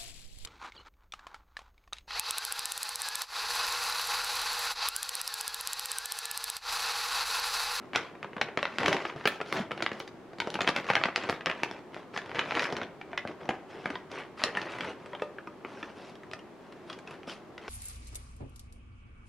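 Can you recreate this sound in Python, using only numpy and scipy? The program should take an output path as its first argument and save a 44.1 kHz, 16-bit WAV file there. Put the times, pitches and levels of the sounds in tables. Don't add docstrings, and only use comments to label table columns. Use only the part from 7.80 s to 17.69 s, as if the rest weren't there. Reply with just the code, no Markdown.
import sys
import numpy as np
from scipy import signal
from scipy.fft import rfft, irfft, next_fast_len
from scipy.io import wavfile
from scipy.ndimage import uniform_filter1d, map_coordinates

SR = 44100
rng = np.random.default_rng(int(sys.argv[2]) if len(sys.argv) > 2 else 0)


def store_pcm(level_fs):
    pcm = np.round(np.clip(level_fs, -1, 1) * 32767).astype(np.int16)
    wavfile.write(sys.argv[1], SR, np.atleast_2d(pcm).T)


N = 436149
TAPS = 2048

# t/s, level/dB, panel flex/dB re level, crack/dB re level, flutter after the buckle/dB
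BUCKLES = [(0.1337, -35.5, -5, -15, -4.5), (0.151, -27.5, -18, -21, 12), (0.1581, -22, -12.5, -6, 20),
           (0.3524, -48, 0, -27, 3), (0.4289, -35.5, -7.5, -16, -1), (0.4447, -36, -1, -22, 5),
           (0.5323, -43, -8, -23, -2), (0.566, -34.5, -1, -22, 2), (0.581, -39, -4, -22, 2),
           (0.613, -20.5, -9.5, -12.5, 16), (0.6847, -38.5, -3, -19, 13), (0.7742, -27.5, 2, -9.5, -8),
           (0.79, -32, -11, -24, 5), (0.829, -25, -13, -15, -8), (0.854, -26, -15, -21, -5),
           (0.9849, -26.5, -11, -7, -10), (1.0144, -42, 1, -14, 12), (1.0608, -23.5, -10, -6.5, -4),
           (1.0809, -21.5, -2, -6, 17), (1.1286, -24, -19, -12, -4), (1.145, -32.5, 3, -10, 9),
           (1.167, -33, -16, -13, -6), (1.2515, -28, -10.5, -21, 15), (1.2993, -37, -14, -19, 1),
           (1.3609, -50.5, 12, -3, 11), (1.4103, -41.5, -8, -26, 1), (1.455, -20.5, -5, -13, 7),
           (1.474, -20.5, -11, -8, 6), (1.6032, -35, -0.5, -34, -2), (1.6132, -30.5, -5.5, -14, 2),
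           (1.7263, -28, -2, -8, -14), (1.77, -36, -8, -8, 7), (1.909, -34.5, 0, -20, 8),
           (1.916, -30.5, -1.5, -11, 14), (2.005, -34.5, -6, -33, 1), (2.024, -26.5, -4.5, -6.5, 2),
           (2.0633, -23.5, -16, -17.5, -2), (2.1162, -33.5, -1, -18, 8), (2.132, -47, -6, -1, -4),
           (2.2003, -37.5, -1, -2, 15), (2.277, -45.5, -2, -2, 1), (2.5329, -48.5, 6, -13, 3),
           (2.5847, -46.5, 4, -4, 8), (2.602, -26.5, -11, -4, -4), (2.6192, -33.5, -13, -28, 0),
           (2.673, -41, 12.5, -6, -4), (2.703, -48, -7, 10, -9), (2.7419, -38, -3, 3, 0),
           (2.7545, -29, -2, -14, -3), (2.79, -30.5, -1, -38, 2), (2.807, -24.5, -10, -8, 5),
           (2.817, -32, 2, -0.5, -2), (2.846, -35, -4, -22, -6), (2.87, -35, -5, -13, -7),
           (2.8746, -19, -13, -13.5, 15), (2.886, -27, -5.5, -7, 3), (2.8908, -29, 4.5, -0.5, -7),
           (2.9628, -26, -2.5, -5, 2), (2.9729, -36, -2, -21, 0), (2.986, -33.5, -3, -15, -12),
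           (3.1011, -20, -5, -16, 2.5), (3.1352, -29, -11, -13, -3), (3.154, -19.5, -18, -13.5, -8),
           (3.165, -22.5, -16, -38, 12), (3.214, -31, -8, -33, -3), (3.2375, -21, -32, -21, -11),
           (3.255, -25, -2.5, -16, 10), (3.286, -31, -3.5, -28, -1), (3.3604, -22.5, -37, -12, -9),
           (3.378, -34, 0.5, -8, -3), (3.415, -43, -8, -21, 2), (3.4395, -39, 0, -11, 5),
           (3.49, -30.5, -2.5, -13, 3), (3.4971, -26.5, 0.5, -7, -7), (3.527, -32, -2, -18, -6),
           (3.6085, -38.5, -10, -17, 3), (3.6598, -26, -26, -9, -9), (3.668, -26, -10, -26, 12),
           (3.698, -28, -7, -13.5, 6), (3.714, -32, -19, -14, -9), (3.8003, -45, -6, -22, 6),
           (3.834, -24.5, -3, -6.5, -7), (3.9125, -40.5, 3, -3.5, -8), (4.1449, -43, -4, -4, -11),
           (4.1648, -41.5, 2.5, -39, -9), (4.3408, -46, -1, -13, -7), (4.3756, -32.5, -6, -4, 0),
           (4.5157, -37.5, -17, -28, -12), (4.547, -37, -6, -10, 7), (4.5581, -36, -8, -11, 18),
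           (4.5918, -22.5, -25, -13.5, 7), (4.709, -29, -27, -28, -4), (4.7203, -28.5, -9, -26, 5),
           (4.7522, -30.5, -8, -12, -10), (4.77, -26.5, -6, -19, 15), (4.7946, -25.5, -23, -10, 0),
           (4.823, -36.5, -14, -1, -6), (4.842, -39, -7, 2, -12), (4.9251, -39, 10, 0.5, 1.5),
           (4.967, -35.5, -7, -3.5, -1), (5.0151, -32, -24, -27, 4), (5.2134, -38.5, -18, -22, 2),
           (5.3315, -35, -5, -32, -2), (5.3763, -26, -20, -14.5, 3), (5.4514, -46.5, 15.5, -20, -1),
           (5.475, -39, -14, -11, -6), (5.6907, -25.5, 1, -11.5, 5.5), (5.707, -32.5, -0.5, -20, -3),
           (6.316, -46.5, 5, 0.5, 0), (9.7795, -43, -1, -6.5, 1), (9.88, -36.5, -3, -11, 1)]
# t/s, level/dB, knock/dB re level, crack/dB re level, rattle after the touch/dB
LANDINGS = [(6.0572, -27, -8, -20, 5), (6.102, -34, 0, -13, 12), (6.1546, -33, -18, -21, 9),
            (6.638, -22.5, -9, 0.5, -8), (6.751, -34, -22, -24, -8), (6.7714, -27.5, -4.5, -13, 2),
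            (6.816, -38.5, -24, -6, 3), (6.92, -48, -5, 5.5, 8), (6.937, -39, -13, -32, 1),
            (6.986, -40, -3, -6, 0), (7.008, -31, -20, -12, -3), (7.046, -40, 1, -5, 6),
            (7.26, -45.5, -6, -6, 0), (7.3325, -36.5, -3.5, -28, 4), (7.35, -38.5, -9, -14, 2),
            (7.397, -43, -20, -14, 3), (7.4206, -33.5, 5, -7, 5), (7.5842, -37, -8, -34, 7),
            (7.6728, -44.5, 5, -16, 7), (7.8486, -36.5, 1.5, -25, -2), (8.028, -34.5, -7, -18, 19),
            (8.354, -52.5, -10, -1, 5), (8.434, -47.5, -3, -12, 1), (8.514, -46.5, -1, -4, -4),
            (8.534, -36, -6.5, -5.5, 9), (8.592, -52.5, -7, 0, -3), (8.924, -52.5, -6, 0, 5),
            (9.0988, -40, -5, -4.5, 10), (9.129, -49.5, -8, 5.5, 0), (9.188, -49.5, -12, 0, 13),
            (9.2742, -46, -1, -4, 9), (9.3092, -45.5, 0, -3.5, 3), (9.4325, -48, -20, -15, -7),
            (9.4758, -53, 14.5, -28, 7)]
# f/Hz, relative density/dB per Hz
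FLEX_COLOUR = [(30, -52), (70, -12), (130, -3.5), (220, -0.5), (380, 3.5), (600, 0), (900, -4), (1600, -12),
               (4000, -101)]
# f/Hz, relative density/dB per Hz
CRINKLE_COLOUR = [(200, -43), (500, -2), (800, 0), (1300, 1.5), (2000, 1), (2700, -4), (3500, -12),
                  (4800, -24), (8000, -60)]
# f/Hz, relative density/dB per Hz
FIZZ_COLOUR = [(1500, -43), (3000, 4.5), (4000, 1), (5500, -2.5), (7000, -10.5), (8500, -20), (10000, -18),
               (12500, -31.5), (15500, -39)]
# f/Hz, relative density/dB per Hz
BATTER_COLOUR = [(1500, -21), (2700, 7.5), (4000, 0), (5500, -1.5), (7500, -13.5), (9000, -15.5),
                 (10500, -16.5), (11800, -30), (15500, -38)]


def amp(db):
    return 10 ** (np.asarray(db) / 20)


def unit(x):
    return x / np.sqrt(np.mean(x ** 2) + 1e-20)


def along(points, hz):
    f, value = np.transpose(points)
    return np.interp(np.log(hz + 1), np.log(f + 1), value)


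def filtered(x, response):
    size = next_fast_len(N + SR // 2)
    hz = np.fft.rfftfreq(size, 1 / SR)
    return irfft(rfft(x, size) * response(hz), size)[..., :N]


def add(track, s, sound):
    start = max(0, round(s * SR))
    part = track[..., start:start + sound.shape[-1]]
    part += sound[..., :part.shape[-1]]


def causal(gain):
    cepstrum = irfft(np.log(np.maximum(gain, 1e-6)))
    cepstrum[1:TAPS // 2] *= 2
    cepstrum[TAPS // 2 + 1:] = 0
    return irfft(np.exp(rfft(cepstrum)))


def facet(depth_db, count=36):
    place = np.log1p(np.fft.rfftfreq(TAPS, 1 / SR) / 400)
    bumps = rng.standard_normal(count + 1)
    curve = map_coordinates(bumps, [place / place[-1] * count], mode="nearest")
    return amp(depth_db * curve)


def click(treble, db, flex_db, crack_db, flutter_db, flutter_t60, facet_db, lag=.0004):
    hz, t = np.fft.rfftfreq(TAPS, 1 / SR), np.arange(TAPS) / SR
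    chatter = rng.standard_normal(TAPS) * amp(3.8 * rng.standard_normal(TAPS))
    flutter = unit(chatter * amp(-60 * t / flutter_t60) * (1 - np.exp(-t / 0.00057)))
    buckle = t == 0
    force = rfft(buckle + amp(flutter_db) * flutter / np.sqrt(TAPS))

    octaves = np.clip(0.18 + 0.016 * crack_db - 0.017 * flex_db, -.6, .6)
    flex = amp(flex_db) * unit(amp(along(FLEX_COLOUR, hz)))
    crinkle = unit(amp(along(CRINKLE_COLOUR, hz / 2 ** octaves)))
    crack = amp(crack_db - 2.0) * unit(amp(along(treble, hz)))
    power = flex ** 2 + crinkle ** 2 + crack ** 2
    own = facet(facet_db) ** 2
    power = power * own / np.average(own, weights=power)

    even = uniform_filter1d(np.abs(force) ** 2, size=21)
    pulse = rfft(causal(np.sqrt(power / even)))
    bending = np.exp(-4j * np.pi * lag * np.sqrt(1000 * hz))
    span = .006 * SR
    return rng.choice([-1, 1]) * amp(db) * np.sqrt(span) * irfft(force * bending * pulse)


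def grains(spectrum, rate, spread_db, facet_db, size=512):
    shape = amp(along(spectrum, np.fft.rfftfreq(TAPS, 1 / SR)))
    chance = rng.uniform(-1, 1, N)
    happens = np.abs(chance) < rate / SR
    strength = amp(spread_db * np.clip(rng.standard_normal(N), -2, 2))
    kicks = np.sign(chance) * happens * strength
    out = np.zeros(N)
    for i in range(0, N, size):
        pulse = unit(causal(shape * facet(facet_db)))
        add(out, i / SR, signal.fftconvolve(kicks[i:i + size], pulse))
    return unit(out)


def snaps():
    out = np.zeros(N)
    for s, db, flex_db, crack_db, flutter_db in BUCKLES:
        snap = click(FIZZ_COLOUR, db, flex_db, crack_db, flutter_db, flutter_t60=0.017, facet_db=3.0)
        add(out, s, snap)
    return out


def pops():
    # t/s, pitch f/Hz, level/dB
    panels = [(0.7743, 590, -30), (1.359, 141, -32), (1.8, 211, -20.5), (2.673, 596, -30),
              (2.751, 205, -34), (3.4967, 718, -27), (4.925, 304, -31), (4.967, 360, -33),
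              (5.495, 444, -34), (5.69, 480, -26.5)]
    t60_s, attack_s = 0.08, 0.0028
    out, t = np.zeros(N), np.arange(SR // 4) / SR
    for s, hz, db in panels:
        envelope = amp(db - 60 * t / t60_s) * (1 - np.exp(-t / attack_s))
        add(out, s, envelope * np.sin(2 * np.pi * hz * t))
    return out


def rips():
    # t/s, level/dB, t60/s
    spurts = [(1.4732, -28, 0.059), (1.7256, -44, 0.14), (1.771, -49, .02), (1.801, -49, .02),
              (2.196, -39, .012), (2.2766, -67, 0.045)]
    # f/Hz, relative density/dB per Hz
    seam_colour = [(4000, -40), (8000, -14), (10000, -5), (12800, -10), (15300, -20), (16500, 4)]
    envelope, t = np.zeros(N), np.arange(SR // 4) / SR
    for s, db, t60 in spurts:
        add(envelope, s, amp(db - 60 * t / t60))
    hiss = filtered(rng.standard_normal(N), lambda hz: amp(along(seam_colour, hz)))
    return envelope * unit(hiss)


def strokes(moves, blows):
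    attack_s, release_db_per_s = 0.039, 290
    settle_db, settle_db_per_s = -20, 325
    power, t = np.zeros((3, N)), np.arange(SR) / SR
    for s, length, *levels_db in moves:
        release_s = np.maximum(t - attack_s / 2 - length, 0)
        swell = np.clip(t / attack_s, 0, 1) * amp(-release_db_per_s * release_s)
        add(power, s - attack_s / 2, np.outer(amp(levels_db), swell) ** 2)
    for s, db, flex_db, crack_db, _ in blows:
        settling = amp(settle_db - settle_db_per_s * t)
        add(power, s, np.outer(amp([db, db + flex_db, db + crack_db]), settling) ** 2)
    return np.sqrt(power)


def strays(crinkle, count=300):
    stray_db, spread_db = 3, 3.0
    out = np.zeros(N)
    places = (np.arange(count) + rng.random(count)) / count
    sizes = np.clip(rng.standard_normal(count), -2, 2)
    for place, size in zip(places, sizes):
        tick = click(FIZZ_COLOUR, stray_db + spread_db * size, flex_db=-4, crack_db=-11.5,
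                     flutter_db=-2.5, flutter_t60=0.016, facet_db=4.0)
        add(out, place * N / SR, crinkle[int(place * N)] * tick)
    return out


def rustle():
    # start t/s, length/s, crinkle/dB, panel flex/dB, fizz/dB
    grips = [(0.0, 0.01, -54.5, -57, -76), (0.15, 0.019, -34, -44, -45.5), (0.2, 0.071, -51, -60, -64),
             (0.56, 0.13, -64, -47.5, -71), (0.78, 0.19, -50, -53, -61), (0.995, .16, -37, -34, -47.5),
             (1.17, 0.12, -44, -48, -56), (1.36, 0.15, -52, -57, -61.5), (1.49, 0.069, -57, -53, -55),
             (1.66, 0.07, -50, -48, -54.5), (1.73, 0.057, -37.5, -35.5, -48),
             (1.95, 0.093, -48, -45.5, -65), (2.13, .1, -56, -48.5, -62), (2.61, 0.077, -51, -48, -62),
             (2.71, 0.17, -53, -45.5, -60), (2.96, 0.019, -37.5, -40.5, -53), (3.025, 0.043, -48, -54, -60),
             (3.08, 0.015, -32, -43, -47), (3.12, .15, -45, -46, -56), (3.35, 0.19, -44, -45.5, -57.5),
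             (3.66, 0.04, -38.5, -43, -61), (3.74, 0.23, -52, -50.5, -64), (4.13, 0.07, -53.5, -52, -64),
             (4.345, 0.023, -39, -44, -52), (4.44, 0.28, -53, -50.5, -66), (4.56, 0.038, -33.5, -39, -54),
             (4.64, .07, -46, -46, -59), (4.73, 0.13, -36.5, -41.5, -49.5), (4.88, .15, -46, -40, -63),
             (5.29, 0.055, -60, -50, -74), (5.47, 0.031, -55, -44, -64), (5.6, 0.15, -55, -47, -68)]
    # start t/s, length/s, crinkle/dB, panel flex/dB, batter scrape/dB
    slides = [(5.89, 0.21, -52, -48.5, -62.5), (6.05, 0.11, -51, -46, -62), (6.315, 0.094, -43, -44, -55.5),
              (6.585, .05, -41, -52.5, -49), (6.645, 0.043, -40, -39, -70), (6.74, 0.22, -44.5, -43.5, -56),
              (7.0, 0.098, -42.5, -41, -53), (7.18, 0.27, -59, -56.5, -70),
              (7.86, 0.24, -55.5, -51.5, -62.5), (8.16, 0.14, -57, -53, -60), (8.8, 0.39, -66.5, -63, -75),
              (9.08, 0.044, -53, -48.5, -58), (9.27, 0.075, -54.5, -51, -62.5),
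              (9.485, 0.011, -42.5, -44, -41.5), (9.81, .08, -53, -59, -61)]
    crinkle, flex, fizz = strokes(grips, BUCKLES)
    rub, sag, scrape = strokes(slides, LANDINGS)
    out = np.hypot(flex, sag) * grains(FLEX_COLOUR, rate=900, spread_db=3.0, facet_db=3, size=2048)
    out += crinkle * grains(CRINKLE_COLOUR, rate=360, spread_db=4, facet_db=5.0)
    out += strays(crinkle)
    out += fizz * grains(FIZZ_COLOUR, rate=1600, spread_db=1.5, facet_db=2.5, size=1024)
    out += rub * grains(CRINKLE_COLOUR, rate=800, spread_db=4.0, facet_db=3.0)
    out += scrape * grains(BATTER_COLOUR, rate=1100, spread_db=1.0, facet_db=3.0, size=1024)
    return out


def strips():
    # f/Hz, relative level/dB, t60/s
    plate_tones = [(382, -13, 0.12), (590, -2.5, 0.26), (995, -14, 0.14), (1228, 9.5, 0.074),
                   (2500, -8, 0.12), (3160, -35, .1)]
    scatter_db = 2.5
    out, t = np.zeros(N), np.arange(SR // 2) / SR
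    for s, db, knock_db, crack_db, rattle_db in LANDINGS:
        tick = click(BATTER_COLOUR, db, knock_db, crack_db, rattle_db, flutter_t60=0.015, facet_db=5.0)
        add(out, s, tick)
        ring = np.zeros(len(t))
        for hz, level, t60 in plate_tones:
            envelope = amp(level + rng.normal(0, scatter_db) - 60 * t / t60)
            ring += envelope * np.sin(2 * np.pi * hz * t)
        add(out, s, amp(db + knock_db - 11.0) * ring)
    return out


def echoes(near_db, near_t60, room_db):
    # f/Hz, t60/s
    room_decay = [(100, 0.49), (400, 0.63), (2000, 0.45), (5000, 0.24), (13000, 0.29)]
    hz, t, z = signal.stft(rng.standard_normal((2, SR // 3)), SR, nperseg=256)
    fade = amp(-60 * t / along(room_decay, hz)[:, None])
    tail = signal.istft(z * fade, SR, nperseg=256)[1]
    t = np.arange(tail.shape[1]) / SR
    near = rng.standard_normal(tail.shape) ** 3 * amp(-60 * t / near_t60)
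    arrival = 1 - np.exp(-(t / 0.0069) ** 2)
    both = amp(near_db) * unit(near * arrival) + amp(room_db) * unit(tail * arrival)
    return both / np.sqrt(len(t))


def room(x):
    # f/Hz, side re mid/dB
    echo_width = [(40, -8), (120, -43), (400, -27), (1200, -18.5), (2500, -9.5), (5000, 0), (9000, 3.5)]
    wet, hop = np.zeros((2, N)), SR // 4
    for i in range(0, N, hop):
        response = echoes(near_db=-10.5, near_t60=0.065, room_db=-13.5)
        add(wet, i / SR, signal.fftconvolve(x[None, i:i + hop], response, axes=1))
    mid = wet[0]
    side = filtered(wet[1], lambda hz: amp(along(echo_width, hz)))
    return np.array([mid + side, mid - side])


def air():
    # f/Hz, relative density/dB per Hz
    air_colour = [(25, -21), (55, -19.5), (110, -8), (200, -3.5), (290, -3.5), (370, 2), (480, -7),
                  (600, -6.5), (1100, -12), (1600, -17.5), (4400, -33), (12500, -48.5), (16000, -54)]
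    # f/Hz, side re mid/dB
    air_width = [(60, 1), (110, -8.5), (200, -9), (380, -13.5), (700, -8.5), (1290, -9.5), (2380, -4.5),
                 (4400, -2.5), (8120, -0.5), (15000, 1)]
    mid, side = filtered(rng.standard_normal((2, N)), lambda hz: amp(along(air_colour, hz)))
    mid = unit(mid)
    side = filtered(unit(side), lambda hz: amp(along(air_width, hz)))
    return amp(-50.0) * np.array([mid + side, mid - side])


def scene():
    near = snaps() + pops() + rips() + rustle() + strips()
    left_db = 0.3
    return (near + room(near) + air()) * amp([[left_db], [-left_db]])


def record(dry):
    top_hz = 16000
    return filtered(dry, lambda hz: 1 / np.sqrt(1 + (hz / top_hz) ** 160))


dry = scene()
out = record(dry)
store_pcm(out)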